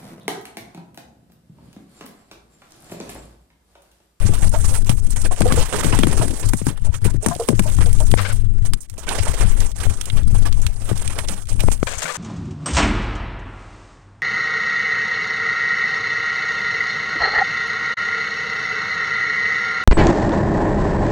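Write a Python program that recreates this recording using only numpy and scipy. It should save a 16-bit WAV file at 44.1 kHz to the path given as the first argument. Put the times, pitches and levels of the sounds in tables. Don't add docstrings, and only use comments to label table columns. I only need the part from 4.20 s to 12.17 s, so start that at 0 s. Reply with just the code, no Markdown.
import sys
import numpy as np
from scipy import signal
from scipy.fft import rfft, irfft, next_fast_len
from scipy.io import wavfile
from scipy.ndimage import uniform_filter1d

SR = 44100
rng = np.random.default_rng(int(sys.argv[2]) if len(sys.argv) > 2 else 0)


def wav_out(sig):
    wavfile.write(sys.argv[1], SR, np.round(np.clip(np.atleast_2d(sig).T, -1, 1) * 32767).astype(np.int16))


N = 351477
TIME = np.arange(N) / SR
AGE = TIME[:SR // 8]

# t/s, hiss/dB, body/dB
RAIN = [(0.0, -36, -36.5), (0.5, -30.5, -41), (0.83, -43.5, -53.5), (1.31, -30, -33), (1.76, -28, -29.5),
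        (2.47, -35.5, -48), (2.56, -52, -52), (3.02, -43.5, -47), (3.07, -32.5, -41.5), (4.15, -36, -46),
        (4.23, -56, -57), (4.76, -52.5, -59), (4.89, -32, -30.5), (5.53, -38, -44), (6.57, -45, -49),
        (7.02, -31, -32.5), (7.22, -39, -45.5), (7.96, -41.5, -49)]
# t/s, crack/dB, thump/dB
KNOCKS = [(0.092, -33, -14.5), (0.694, -26.5, -8.5), (1.207, -18.5, -7), (1.218, -13, -12.5),
          (1.323, -10.5, -6), (1.647, -21, -11), (1.668, -16, -11.5), (1.728, -15, -12), (1.789, -15, -8),
          (1.834, -9, -4.5), (1.87, -15.5, -8), (1.998, -35, -11.5), (2.335, -13.5, -10),
          (2.416, -26.5, -16), (2.468, -14, -5.5), (2.852, -22.5, -9), (2.944, -38, -16), (3.062, -9, -6.5),
          (3.087, -19.5, -12.5), (3.16, -35, -22), (3.287, -6, -6.5), (3.331, -31.5, -12),
          (3.394, -5.5, -6.5), (3.587, -20, -20.5), (4.535, -23.5, -21.5), (5.667, -27, -21),
          (6.714, -43, -11.5), (7.437, -42, -13.5), (7.481, -20.5, -10.5)]


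def downpour():
    # t/s, hiss/dB, body/dB
    splats = [(0.135, -24.5, -31.5), (0.223, -29.5, -29.5), (0.336, -29, -27.5), (0.442, -26.5, -29),
              (0.543, -53, -29), (0.659, -26.5, -32.5), (0.697, -27.5, -29.5), (0.903, -26, -57),
              (0.96, -25, -32), (1.047, -28, -28), (1.109, -24.5, -27), (1.409, -40, -23.5),
              (1.525, -27, -22), (1.724, -36, -20.5), (2.015, -40, -27), (2.226, -36, -29),
              (2.367, -24.5, -46), (2.483, -27, -31), (2.647, -34, -38.5), (2.741, -27.5, -32),
              (2.843, -19.5, -26), (3.025, -27.5, -56), (3.198, -32, -47), (3.474, -33, -32),
              (3.606, -27.5, -24.5), (4.45, -27.5, -36), (4.605, -31.5, -57), (4.778, -31, -36.5),
              (4.866, -38, -30), (4.914, -28, -27.5), (4.992, -34, -30), (5.07, -41, -29),
              (5.208, -27, -22.5), (5.41, -31, -30.5), (5.601, -28, -28), (5.631, -26.5, -26),
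              (5.695, -31.5, -31), (5.969, -34, -29.5), (6.144, -32.5, -32), (6.252, -27, -27),
              (6.416, -29, -41), (6.689, -26.5, -26), (6.895, -39, -30), (7.286, -30, -35),
              (7.393, -32, -29.5), (7.515, -21.5, -30.5)]
    clumps = from_db(4.2 * drift(85))
    rain_hiss, rain_body = np.square(gains(RAIN) * clumps)
    splat_hiss, splat_body = bursts(splats, swell(rise_s=0.00079, life_s=0.027))
    body, hiss = rain_body + splat_body, rain_hiss + splat_hiss
    cloud = droplets(per_s=8000, spread_db=4)
    crackle = spray(body * from_db(4), hiss * from_db(19), cloud, patchy_db=3)
    gurgle = from_db(-7) * patter(per_s=300, low_hz=126, high_hz=1316, cycles=13.3, spread_db=2)
    plips = from_db(-9) * patter(per_s=110, low_hz=700, high_hz=3200, cycles=30, spread_db=3)
    wetness = np.sqrt(uniform_filter1d(body, size=1500).clip(0))
    return crackle + (gurgle + plips) * wetness


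def ticks(decay_s, port_hz, port_q, ring_share):
    # t/s, hiss/dB, body/dB
    hard_stones = [(0.293, -12, -37), (0.694, -3.5, -5), (1.018, -7.5, -50), (1.206, -8, -20),
                   (1.219, -10, -12.5), (1.323, -6.5, -6), (1.645, -16, -2.5), (1.789, -5.5, -8.5),
                   (1.834, -17, -2.5), (1.87, -12.5, -16), (2.289, -7, -40), (2.334, -6, -20),
                   (2.467, -5.5, -26), (3.062, -2.5, -19), (3.085, -8.5, -23), (3.287, -4.5, -10),
                   (3.394, -5, -13), (3.66, -22, -15), (3.729, -4.5, -24), (3.802, -10, -17.5),
                   (3.915, -12, -12.5), (4.535, -5, -11), (4.698, -20, -29.5), (4.89, -7, -2.5),
                   (5.404, -7.5, -11), (5.812, -8, -10), (5.856, -11, -21), (5.9, -21, -9.5),
                   (6.326, -16.5, -13), (6.466, -12, -7.5), (6.776, -11, -22), (6.877, -10, -10.5),
                   (6.988, -12.5, -1.5), (7.086, -12.5, -9), (7.405, -8, -10.5), (7.821, -14, -12)]
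    shape = np.exp(-AGE / decay_s)
    hiss, body = bursts(hard_stones, shape)
    small_stones = droplets(per_s=24, spread_db=3) * gains(RAIN)[0] * from_db(10.5)
    small_power = np.abs(signal.fftconvolve(small_stones ** 2, shape ** 2)[:N])
    cracks = spray(body + small_power / 2, hiss + small_power, rng.standard_normal(N), patchy_db=2.5)
    cracks = band(cracks, "high", 3500)
    return cracks + ring_share * signal.lfilter(*signal.iirpeak(port_hz, port_q, fs=SR), cracks)


def spray(body_power, hiss_power, clicks, patchy_db):
    # f/Hz, level/dB
    spray_colour = [(30, -42), (70, 6.5), (150, -3.5), (450, 4), (2000, -3), (3200, -5), (4500, -12.5),
                    (7200, -14), (8800, -7), (11500, -22), (15000, -30)]
    crossover_hz = [3310, 6240]
    size, out = next_fast_len(N), 0
    spectrum = rfft(colour(clicks, spray_colour), size)
    bins = np.fft.rfftfreq(size, 1 / SR)
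    centres = np.geomspace(700, 13000, 10)
    tilt = np.log((hiss_power + 1e-12) / (body_power + 1e-12)) / 2
    for hz, peak in zip(centres, np.eye(len(centres))):
        part = irfft(spectrum * np.interp(bins, centres, peak), size)[:N]
        hiss_share = np.interp(hz, crossover_hz, [0, 1])
        out = out + part * np.exp(hiss_share * tilt) * from_db(patchy_db * drift(60))
    return out * np.sqrt(body_power)


def plonks(life_s, rise_per_s, rough, wobble, splash_db, upper_ratio, upper_s, far_port_db):
    # t/s, f/Hz, level/dB, nearer port
    hollows = [(0.337, 615, -12, "right"), (0.51, 524, -29.5, "right"), (0.547, 1332, -25.5, "right"),
               (1.053, 1690, -23.5, "right"), (1.109, 700, -19, "right"), (1.254, 484, -9, "right"),
               (1.298, 505, -20.5, "right"), (1.301, 1115, -17, "right"), (1.37, 482, -12, "right"),
               (1.538, 426, -17, "right"), (2.01, 640, -13.5, "right"), (2.665, 623, -30.5, "right"),
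               (2.878, 980, -26.5, "right"), (3.026, 440, -22.5, "right"), (3.07, 678, -19.5, "left"),
               (3.11, 710, -13.5, "left"), (3.195, 461, -15, "both"), (3.455, 589, -22.5, "left"),
               (3.659, 467, -21.5, "left"), (3.802, 610, -18, "right"), (3.984, 1275, -17.5, "left"),
               (4.02, 1870, -27, "left"), (4.049, 1484, -13, "left"), (4.1, 1440, -23.5, "left"),
               (4.878, 1473, -16.5, "right"), (5.066, 627, -20, "right"), (6.253, 1123, -19, "right"),
               (7.1, 187.6, -22.5, "right"), (7.672, 1550, -17, "left"), (7.84, 164.6, -30.5, "right"),
               (7.853, 1480, -16.5, "left"), (7.888, 1185, -15, "left")]
    out = np.zeros((2, N))
    pitch_drift, size_drift, splash_drift = drift(300), drift(250), drift(900)
    for (s, hz, level_db, port), pace in zip(hollows, 2 * rng.random(len(hollows))):
        now = (round(s * SR) + np.arange(len(AGE))) % N
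        ring_s = life_s * np.sqrt(1000 / hz)
        shape = swell(rise_s=0.004, life_s=ring_s) * np.exp(-AGE / ring_s)
        phase = phase_of(hz * (1 + pace * rise_per_s * AGE + wobble * pitch_drift[now]))
        splash = from_db(splash_db) * splash_drift[now] * np.sin(2 * phase)
        upper_mode = np.sin(upper_ratio * phase) * np.exp(-AGE / upper_s)
        tone = (1 + rough * size_drift[now]) * np.sin(phase) + upper_mode + splash
        for track, side in zip(out, ("left", "right")):
            is_far = port not in (side, "both")
            add(track, s, from_db(level_db + far_port_db * is_far) * shape * tone)
    return out


def knocks(crack_s, crack_hz, thump_s, thump_hz):
    crack_power, _ = bursts(KNOCKS, np.exp(-AGE / crack_s))
    grit = band(rng.standard_normal(N), "band", [550, 2200], order=1)
    out = rms_one(band(grit, "low", 1740)) * np.sqrt(crack_power)
    unsteady = drift(350)
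    sag = 1 + 2 * np.exp(-AGE / 0.0055)
    pop = np.sin(2 * np.pi * crack_hz * AGE) * np.exp(-AGE * crack_hz)
    for s, crack_db, thump_db in KNOCKS:
        wobble = np.exp(0.421 * unsteady[round(s * SR) + np.arange(len(AGE))])
        thump = np.sin(phase_of(thump_hz * sag * wobble)) * np.exp(-AGE / thump_s)
        add(out, s, from_db(thump_db + 2) * thump + from_db(crack_db) * pop)
    return out


def booms(hz, ring_s, ring_db):
    out, unsteady = np.zeros(N), drift(120)
    for s, crack_db, thump_db in KNOCKS:
        wobble = np.exp(0.21 * unsteady[round(s * SR) + np.arange(len(AGE))])
        softness = np.clip((thump_db - crack_db) / 20, 0, 1)
        boom = np.sin(phase_of(hz * wobble)) * np.exp(-AGE / ring_s)
        add(out, s, softness * from_db(thump_db + ring_db) * boom)
    return out


def raps(recoil, recoil_s):
    # t/s, half width/s, level/dB
    hits = [(3.9400, 0.00035, 8), (7.4863, 0.00035, 1), (7.6300, 0.000507, 7.5)]
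    out = np.zeros(N)
    for s, width_s, level_db in hits:
        lead_s = 2 * width_s
        pulse = np.exp(-np.minimum(((AGE - lead_s) / width_s) ** 4, 30))
        rebound = recoil * (AGE > lead_s) * np.exp(-AGE / recoil_s)
        add(out, s - lead_s, from_db(level_db) * (pulse - rebound))
    return out


def flurries():
    # t/s, length/s, level/dB
    rolls = [(1.2, 0.16, -29.5), (1.53, 0.61, -26), (3.29, 0.032, -15)]
    strength, = surges(rolls, attack_s=0.004, release_s=0.017)
    return strength * patter(per_s=300, low_hz=180.6, high_hz=553, cycles=11, spread_db=2)


def washes(half_open_db):
    # t/s, length/s, splatter/dB, sizzle/dB
    splashes = [(3.972, 0.021, -21, -37), (3.99, 0.13, -27.5, -52), (4.046, 0.02, -22, -41),
                (7.668, 0.019, -20.5, -25), (7.69, 0.29, -30, -31.5), (7.779, 0.007, -31, -22),
                (7.82, 0.004, -27, -24.5), (7.852, 0.059, -22, -38)]
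    # f/Hz, level/dB
    spray_colour = [(330, -14), (500, 2.5), (900, -6), (1500, -2.5), (2200, -6), (4800, -11.5), (7300, -20),
                    (10500, -22), (15000, -20.5)]
    sizzle_band = [6000, 8430]
    wash, sizzle = surges(splashes, attack_s=0.0018, release_s=0.0078)
    drops = colour(droplets(per_s=2600, spread_db=1.5), spray_colour)
    bubbles = from_db(-8.5) * patter(per_s=260, low_hz=984, high_hz=2520, cycles=34, spread_db=3.5)
    splatter = band(band(drops + bubbles, "high", 330), "low", 10500)
    mist = rms_one(band(droplets(per_s=2400, spread_db=7.5), "band", sizzle_band))
    sound = from_db(3.6 * drift(60)) * (wash * splatter + sizzle * mist)
    plugged = 1 / (1 + (wash / from_db(half_open_db)) ** 2)
    return sound, plugged


def covered(half_width_s):
    # t/s, loss/dB
    covers = [(0.298, 19), (0.646, 19), (1.101, 18), (2.989, 34), (3.175, 20), (4.68, 18), (5.538, 16),
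              (6.055, 30), (7.076, 13), (7.269, 26)]
    dips_db = sum(db * np.exp(-np.minimum(((TIME - s) / half_width_s) ** 2, 30)) for s, db in covers)
    return from_db(-dips_db)


def wind(plugged, plug_travel, breeze_db, flutter_db, bump_db):
    # t/s, length/s, wind/dB, hum/dB
    gusts = [(0.0, 2.8, -22, -39), (0.0, 1.13, -9.5, -22), (0.22, 0.067, -4, -16.5),
             (1.2, 0.24, -11, -17.5), (1.66, 0.44, -13, -26), (2.24, 0.068, -9, -20),
             (2.62, 0.075, -7.5, -19), (2.82, 0.17, -8.5, -16), (3.34, 0.46, -11, -18),
             (3.58, 0.44, -4.5, -16), (4.0, 0.54, -9, -17.5), (4.84, 2.95, -21, -34.5),
             (5.0, 0.013, -6.5, -22), (5.08, 0.017, -6.5, -23), (5.2, 0.27, -5, -25),
             (5.65, 0.055, -5.5, -13), (5.93, 0.48, -5, -17.5), (6.42, 0.58, -20, -27),
             (7.3, 0.21, -9.5, -18.5)]
    # f/Hz, level/dB
    buffet = [(5, 7), (20, 11), (50, -4), (100, -15.5), (900, -83)]
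    gust, hum_gain = surges(gusts, attack_s=0.004, release_s=0.017)
    force = np.hypot(gust, from_db(breeze_db)) * from_db(flutter_db * drift(15))
    eddies = colour(rng.standard_normal(N), buffet)
    eddies /= np.sqrt(uniform_filter1d(eddies ** 2, size=3600))
    bunches = rms_one(from_db(7 * np.clip(drift(26), -2, 1.6)))
    bumps = bunches * rms_one(band(rng.standard_normal(N), "band", [50, 110], order=3))
    push = plugged * force * (eddies + from_db(bump_db) * bumps)
    shove = plug_travel * np.tanh(push / plug_travel)
    hum = hum_gain * wind_hum(hz=101.4, waver=0.03)
    drops = patter(per_s=130, low_hz=125, high_hz=308, cycles=3.3, spread_db=4)
    drumming = from_db(-31) * force ** 0.65 * drops
    return shove + hum + drumming


def wind_hum(hz, waver):
    overtones = [-19, -26, -32]
    phase = phase_of(hz * (1 + waver * drift(22)))
    buzz = np.sin(phase) + sum(from_db(db) * np.sin(k * phase) for k, db in enumerate(overtones, 2))
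    return from_db(2 * drift(12)) * buzz


def patter(per_s, low_hz, high_hz, cycles, spread_db):
    pitches = np.geomspace(low_hz, high_hz, num=16)
    clicks = droplets(per_s, spread_db)
    pitch_index, out = rng.integers(0, len(pitches), N), 0
    for k, hz in enumerate(pitches):
        r, w = from_db(-60 * hz / (cycles * SR)), 2 * np.pi * hz / SR
        strikes = clicks * (pitch_index == k) + 1e-18
        out = out + signal.lfilter([np.sin(w), -np.sin(w)], [1, -2 * r * np.cos(w), r * r], strikes) / w
    return rms_one(band(out, "low", high_hz))


def droplets(per_s, spread_db):
    sizes = from_db(spread_db * np.clip(rng.standard_normal(N), -2, 2)) * rng.choice([-1, 1], N)
    return sizes * (rng.random(N) < per_s / SR)


def swell(rise_s, life_s):
    return (1 - np.exp(-AGE / rise_s)) * np.exp(-(AGE / life_s) ** 2)


def bursts(events, shape):
    first, second = np.zeros((2, N))
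    for s, first_db, second_db in events:
        add(first, s, (from_db(first_db) * shape) ** 2)
        add(second, s, (from_db(second_db) * shape) ** 2)
    return np.array([first, second])


def surges(rows, attack_s, release_s):
    power = 0
    for s, length_s, *levels_db in rows:
        age = np.maximum(TIME - s, 0)
        shape = (1 - np.exp(-age / attack_s)) * np.exp(-np.clip((age - length_s) / release_s, 0, 20))
        power = power + np.outer(from_db(levels_db), shape) ** 2
    return np.sqrt(power)


def gains(rows):
    s, *columns = np.transpose(rows)
    return [from_db(np.interp(TIME, s, c)) for c in columns]


def drift(rate):
    return rms_one(np.interp(TIME * rate, np.arange(N // 10), rng.standard_normal(N // 10)))


def colour(x, spectrum):
    hz, level_db = np.transpose(spectrum)
    size = next_fast_len(N)
    bins = np.maximum(np.fft.rfftfreq(size, 1 / SR), 1)
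    curve = from_db(np.interp(np.log(bins), np.log(hz), level_db))
    return rms_one(irfft(rfft(x, size) * curve, size)[:N])


def band(x, kind, hz, order=2):
    return signal.sosfilt(signal.butter(order, hz, kind, fs=SR, output="sos"), x + 1e-18)


def add(track, s, sound):
    start = max(round(s * SR), 0)
    track[start:start + len(sound)] += sound[:max(N - start, 0)]


def phase_of(hz):
    return 2 * np.pi * np.cumsum(hz) / SR


def from_db(db):
    return 10 ** (np.asarray(db) / 20)


def rms_one(x):
    return x / np.sqrt(np.mean(x ** 2) + 1e-20)


def scene():
    storm = covered(half_width_s=0.016) * downpour()
    storm += ticks(decay_s=0.0043, port_hz=3220, port_q=29, ring_share=0.32)
    blows = knocks(crack_s=0.003, crack_hz=1030, thump_s=0.018, thump_hz=122.8)
    blows += booms(hz=116.3, ring_s=0.022, ring_db=7)
    blows += raps(recoil=0.23, recoil_s=0.0046) + flurries()
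    muffled = from_db(-16) * band(band(storm, "low", 6000, order=1), "low", 4560)
    splatter, plugged = washes(half_open_db=-29)
    shaking = blows + wind(plugged, plug_travel=0.71, breeze_db=-31, flutter_db=2, bump_db=-8)
    leak = from_db(-36) * band(shaking, "high", 78)
    rings = plonks(life_s=0.03, rise_per_s=0.75, rough=0.32, wobble=0.048, splash_db=-12,
                   upper_ratio=1.48, upper_s=0.017, far_port_db=-18)
    return np.array([shaking + muffled + splatter, storm + leak]) + rings


def record(dry):
    ceiling, cutoff_hz = 0.84, 16000
    rounded = dry / (1 + (dry / ceiling) ** 6) ** (1 / 6)
    return signal.sosfilt(signal.ellip(10, 0.1, 90, cutoff_hz, fs=SR, output="sos"), rounded)


dry = scene()
out = record(dry)
wav_out(out)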